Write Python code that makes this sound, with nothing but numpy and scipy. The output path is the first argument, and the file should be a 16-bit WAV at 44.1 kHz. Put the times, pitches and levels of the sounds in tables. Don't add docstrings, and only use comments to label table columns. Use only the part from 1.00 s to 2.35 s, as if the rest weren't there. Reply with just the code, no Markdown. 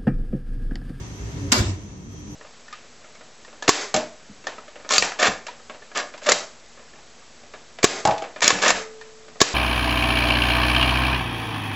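import sys
import numpy as np
from scipy import signal
from scipy.io import wavfile
from scipy.ndimage import uniform_filter1d

SR = 44100
rng = np.random.default_rng(int(sys.argv[2]) if len(sys.argv) > 2 else 0)


def transcribe(u):
    v = np.clip(np.atleast_2d(u).T, -1, 1)
    q = np.round(v * 32767).astype(np.int16)
    wavfile.write(sys.argv[1], SR, q)


def invert_db(level):
    return 10 ** (np.asarray(level, dtype=float) / 20)


N = 59535
TIME = np.arange(N) / SR
SNAP_S = 0.521
EARS = np.array([[1], [-1]])


def evened(x):
    return x / np.sqrt(np.mean(x ** 2) + 1e-20)


def read(points, hz):
    f, value = np.transpose(points)
    return np.interp(np.log(hz + 1), np.log(f + 1), value)


def curve(points):
    s, db = np.transpose(points)
    return invert_db(np.interp(TIME, s, db, left=db[0], right=db[-1]))


def resonate(x, hz, width):
    turn = np.exp(2j * np.pi * hz * np.arange(x.shape[-1]) / SR)
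    r = np.exp(-np.pi * width / SR)
    low = signal.lfilter([1 - r], [1, -r], x / turn)
    low = signal.lfilter([1 - r], [1, -r], low)
    return 2 * (turn * low).real


def noise(colour, extra_db=lambda hz, t: 0, patchy_db=0.):
    # pitch in Hz, likeness of left and right (1 is equal, below 0 is opposed).
    likeness = [(60, 1), (180, 0.75), (540, 0.53), (1610, -0.22), (4810, 0.088), (14400, -0.34)]
    frames = N // 128 + 5
    hz = np.fft.rfftfreq(512, 1 / SR)[:, None]
    a, b, c, d, patches = rng.standard_normal((frames, 257, 5)).T
    patches = uniform_filter1d(patches, size=6, axis=0)
    patches = evened(uniform_filter1d(patches, size=24, axis=1))
    same = np.clip(read(likeness, hz), -1, 1)
    left = a + 1j * b
    right = same * left + np.sqrt(1 - same ** 2) * (c + 1j * d)
    z = np.array([left, right]) * invert_db(read(colour, hz) + patchy_db * patches)
    scale = np.sqrt(np.mean(signal.istft(z, nperseg=512, noverlap=384)[1] ** 2))
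    z = z * invert_db(extra_db(hz, np.arange(frames) * 128 / SR))
    return signal.istft(z, nperseg=512, noverlap=384)[1][:, :N] / scale


def kitchen():
    # pitch in Hz, level in dB per Hz.
    rumble_colour = [(20, -22), (50, 6.5), (100, 3), (300, -6.5), (420, -9.5), (560, -22.5), (1200, -22.5),
                     (2000, -48)]
    # pitch in Hz, level in dB per Hz.
    air_colour = [(200, -24), (500, -1.5), (1100, -6), (2000, -7), (4300, -11.5), (7000, -10.5),
                  (8400, -19.5), (9100, -32.5)]
    # pitch in Hz, width in Hz, level in dB.
    duct = [(960, 85, -63.5), (1830, 140, -67.5), (2184, 74, -68), (2685, 51, -69), (1247, 58, -72.5),
            (9390, 440, -75.5)]
    # pitch in Hz, width in Hz, level in dB.
    jet_tones = [(6090, 670, -50.5), (11580, 430, -69), (3235, 93, -63), (10630, 240, -72.5)]
    # time in seconds, level in dB.
    jet_level = [(0, 0.5), (.25, 0.5), (.515, 0), (.53, -15), (.82, -2.5), (.86, -7), (.91, -2.5), (1.0, -6),
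                 (1.1, -5.5), (1.16, -1), (1.35, -1)]
    # time in seconds, gain in dB.
    camera_gain = [
        (0, 8),
        (.15, 4.5),
        (.27, 7.5),
        (.515, 7.5),
        (.53, 13),
        (.85, 0.5),
        (1.05, -2),
        (1.17, 0.5),
        (1.35, 2),
    ]
    rumble_db, air_db, swell_db, patchy_db = -39.5, -52, 1., .7
    rumble_follows = .3
    swell = uniform_filter1d(rng.standard_normal(N), size=2000)
    swell = evened(uniform_filter1d(swell, size=2000))
    white = rng.standard_normal((2, N))
    gain = curve(camera_gain)
    hiss = sum(invert_db(db) * evened(resonate(white, hz, width)) for hz, width, db in jet_tones)
    hiss = hiss * invert_db(swell_db * (swell - swell.mean()))
    air = invert_db(air_db) * noise(air_colour, patchy_db=patchy_db)
    air = air + sum(invert_db(db) * evened(resonate(white, hz, width)) for hz, width, db in duct)
    rumble = invert_db(rumble_db) * noise(rumble_colour)
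    return gain ** rumble_follows * rumble + gain * air + curve(jet_level) * hiss


def flame():
    # centre in seconds, length in seconds, level in dB, pitch in Hz.
    puffs = [(.245, 0.098, -27.5, 57), (0.27, 0.071, -27.5, 106.2), (0.45, 0.045, -33, 130),
             (.365, 0.034, -30.5, 65), (0.431, 0.036, -22, 126), (.47, 0.091, -32, 282),
             (0.488, 0.054, -26, 95), (.607, 0.029, -13, 92), (0.671, 0.035, -18.5, 83),
             (.615, 0.04, -24, 215), (.636, 0.04, -23.5, 100), (0.721, 0.045, -27, 99),
             (.699, 0.04, -22, 99), (.741, 0.032, -26, 99), (.688, 0.019, -21.5, 100),
             (0.108, 0.066, -38, 57), (0.365, 0.044, -32, 133), (.29, 0.043, -41, 400),
             (.4, 0.052, -41.5, 420), (.78, 0.056, -39.5, 307), (.88, 0.035, -40, 170),
             (1.2, 0.071, -35.5, 94.4), (.69, 0.032, -30.5, 322), (.61, 0.026, -24.5, 50),
             (.598, 0.0124, -21.5, 140), (.55, .05, -29, 70), (0.99, 0.048, -37, 110),
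             (1.08, 0.072, -41, 230), (0.85, .05, -40, 210), (.21, 0.051, -41, 400),
             (0.466, 0.061, -43, 544), (.59, 0.065, -28, 365), (.64, 0.042, -31, 340),
             (0.348, 0.032, -28.5, 153.6), (0.35, 0.055, -40.5, 273), (.7, 0.027, -32, 228),
             (1, 0.037, -41, 99), (.98, 0.091, -38.5, 186), (1.18, 0.053, -44.5, 303),
             (0.8, 0.091, -40, 110), (0.58, .04, -32, 88), (0.0103, 0.034, -29, 67),
             (0.12, 0.078, -36, 109), (1.3, 0.15, -40, 300), (1.28, 0.096, -39.5, 205)]
    # pitch in Hz, width in Hz, level in dB.
    roar_lumps = [(63.3, 20, -2), (98.9, 25, 2.5), (169.1, 35, -4), (284.3, 30.4, -4.5), (387.5, 27, -9)]
    # time in seconds, level of the roar in dB.
    roar_strength = [
        (0, -41),
        (.15, -42),
        (.3, -37),
        (.5, -31),
        (.53, -40),
        (.58, -24.5),
        (.74, -35.5),
        (.8, -44.5),
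        (1.35, -41),
    ]
    ear_lag_s = 0.00011
    spread_per_hz = 0.0006
    out = np.zeros((2, N))
    for s, length, db, hz in puffs:
        swing = np.cos(2 * np.pi * hz * (TIME - s + ear_lag_s * EARS))
        out += invert_db(db) * np.exp(-(2 * (TIME - s) / length) ** 2) * swing
    shared, differing = rng.standard_normal((2, N))
    roar = 0
    for hz, width, db in roar_lumps:
        source = shared + spread_per_hz * hz * EARS * differing
        roar = roar + invert_db(db) * evened(resonate(source, hz, width))
    return out + curve(roar_strength) * evened(roar)


def ringing():
    # time in seconds, level in dB.
    strength = [
        (.5165, -35),
        (.5198, -19.5),
        (.521, -19.5),
        (.532, -24.5),
        (.538, -19.5),
        (.595, -23),
        (.62, -30),
        (.705, -37.5),
        (.755, -50.5),
    ]
    # pitch in Hz, level in dB per Hz.
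    tail_colour = [(240, -13), (400, -4.5), (1040, -5), (2700, -7), (7400, -9), (9800, -30), (11500, -20),
                   (14600, -33.5)]
    # pitch in Hz, level in dB, time to fade by 20 dB in seconds.
    metal_tones = [(617, -0.5, .4), (737, -7.5, 0.18), (880, -5.5, .26), (1031, -3, 0.26),
                   (1297, -4.5, 0.14), (1400, -4, 0.091), (1822, -5, .6), (2012, -0.5, 0.4),
                   (2280, 2.5, 0.62), (2737, 4, 0.17), (3877, 0, 0.18), (4836, 1.5, .5), (5195, 3.5, 0.33),
                   (7014, 2.5, 0.4)]
    top_hz, top_fade_db_per_s, right_top_db = 9200, -81, 16
    metal_width_hz, metal_db = 22, -4
    end_db_per_s, patchy_db = -220, 2.4

    def top_change(hz, t):
        pan_db = right_top_db * np.array([-.5, .5])[:, None, None]
        return (hz > top_hz) * (top_fade_db_per_s * (t - SNAP_S).clip(0) + pan_db)

    white = rng.standard_normal((2, N))
    age = (TIME - SNAP_S).clip(0)
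    metal = 0
    for hz, db, t60 in metal_tones:
        metal = metal + invert_db(db - 20 * age / t60) * resonate(white, hz, metal_width_hz)
    metal = metal / np.sqrt(np.mean(metal[:, :N // 3] ** 2))
    tail = noise(tail_colour, top_change, patchy_db) + invert_db(metal_db) * metal
    started = TIME > strength[0][0]
    ending = invert_db(end_db_per_s * (TIME - strength[-1][0]).clip(0))
    return started * curve(strength) * ending * tail


def igniter():
    # start in seconds, level in dB, left over right in dB, pitch in Hz,
    # time to fade by 60 dB in seconds.
    blows = [(0.5201, -1, 14, 5650, 0.0054), (.5203, -5, -11, 3050, 0.0048),
             (0.5212, -9.5, -19, 7090, 0.0078), (.5219, -18, 2, 2070, 0.0036),
             (.5220, -14, 4, 5860, 0.0049), (0.524, -7, -15, 7270, 0.0094), (.5235, -14, -4, 4860, 0.0076),
             (0.5248, -7.5, 9, 5200, .007), (0.5239, -13, -8, 7000, 0.0064),
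             (.5268, -9.5, 11, 1310, 0.0077), (0.5265, -7, -13, 4030, 0.0045), (0.5287, -14, -4, 5440, .01),
             (0.529, -10, -4, 6370, 0.0087), (.5306, -11, 10, 7400, 0.016),
             (.5312, -14.5, -9, 1510, 0.0036), (.5317, -7.5, -5, 4785, 0.019),
             (.5328, -11, 6, 5100, 0.0085), (.5372, -14.5, 7, 925, 0.013), (.5405, -8.5, 11, 1100, .012),
             (0.541, -11, -5, 1500, 0.0092)]
    # pitch in Hz, level in dB per Hz.
    snap_colour = [(400, -18), (750, -18), (1050, 1), (1500, -3), (2000, 5), (3500, -1), (7200, 4.5),
                   (9500, -18)]
    # pitch in Hz, width in Hz, level in dB.
    spring_whistle = (13050, 3000, -21)
    rise_s, blow_width_hz, ping_db = 0.00035, 4000, 7.5
    tick_db, tick_t60_s = -2.5, 0.015
    clamp_s, clamp_db = .534, -6
    out = np.zeros((2, N))
    whistle_hz, whistle_width, whistle_db = spring_whistle
    whistle = evened(resonate(rng.standard_normal((2, N)), whistle_hz, whistle_width))
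    bright = noise(snap_colour) + invert_db(whistle_db) * whistle
    white = rng.standard_normal((2, N))
    for s, db, pan_db, hz, t60 in blows:
        age = np.maximum(TIME - s, 0)
        ping = invert_db(ping_db - 60 * age / t60) * np.sin(2 * np.pi * hz * age)
        grit = .5 * evened(resonate(white, hz, blow_width_hz)) + bright
        tick = invert_db(tick_db - 60 * age / tick_t60_s) * grit
        rise = 1 - np.exp(-age / rise_s)
        out += invert_db(db - 9 + pan_db * EARS / 2) * rise * (ping + tick)
    return out * invert_db(clamp_db * np.clip((TIME - clamp_s) * 1000, 0, 1))


def knock():
    # pitch in Hz, level in dB, time to fade by 60 dB in seconds.
    casing_tones = [(250.2, -9.5, 0.1), (585, -25, 0.13), (357.4, -26, 0.3), (890, -31.5, 0.078),
                    (1100, -26, 0.19), (2010, -25.5, 0.13), (733.6, -33.5, 0.54), (608, -32, 0.53),
                    (1023, -32.5, 0.54), (223, -22, 0.36), (1280, -30.5, 0.065)]
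    rise_s = 0.0045
    age = (TIME - SNAP_S).clip(0)
    tones = sum(invert_db(db - 60 * age / t60) * np.sin(2 * np.pi * hz * age) for hz, db, t60 in casing_tones)
    return (1 - np.exp(-age / rise_s)) * tones


def scene():
    left_db, duck_db, duck_s = 0.5, -15, 0.029
    lean = invert_db(left_db * EARS / 2)
    t = TIME - SNAP_S
    onset = np.clip(t * 200 + 1, 0, 1)
    duck = invert_db(duck_db * onset * np.exp(-(t.clip(0) / duck_s) ** 2))
    return igniter() + lean * (ringing() + knock()) + duck * (flame() + kitchen())


def thinned_top(x):
    lowest_hz, limit_db, scatter_db = 8800, -15.5, 4
    floor_db = -68
    hz, _, z = signal.stft(x, SR, nperseg=1024, noverlap=768)
    power = uniform_filter1d(abs(z) ** 2, size=7, axis=1)
    power = uniform_filter1d(power, size=5, axis=2)
    treble = power[:, (hz > 2000) & (hz < 8000)].mean(axis=(0, 1))
    blocks = rng.standard_normal((1, 65, z.shape[2] // 6 + 1))
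    blocks = np.repeat(np.repeat(blocks, 8, axis=1), 6, axis=2)[:, :513, :z.shape[2]]
    ratio = abs(power / np.maximum(treble, invert_db(2 * floor_db)))
    keep = np.clip(10 * np.log10(ratio + 1e-20) - limit_db - scatter_db * blocks, 0, 1)
    keep = np.maximum(keep, (hz < lowest_hz)[:, None])
    return signal.istft(z * keep, SR, nperseg=1024, noverlap=768)[1][:, :N]


def roll_off(x):
    return signal.sosfilt(signal.butter(12, 14980, fs=SR, output="sos"), x)


def record(dry):
    edge_hz, bass_cut_hz = 14900, 40
    x = 0.96 * np.tanh(dry)
    lowpass = signal.firwin(255, edge_hz, window=("kaiser", 9), fs=SR)
    x = thinned_top(signal.oaconvolve(x, lowpass[None], "same"))
    x = signal.sosfilt(signal.butter(3, bass_cut_hz, "high", fs=SR, output="sos"), x)
    return roll_off(x)


dry = scene()
out = record(dry)
transcribe(out)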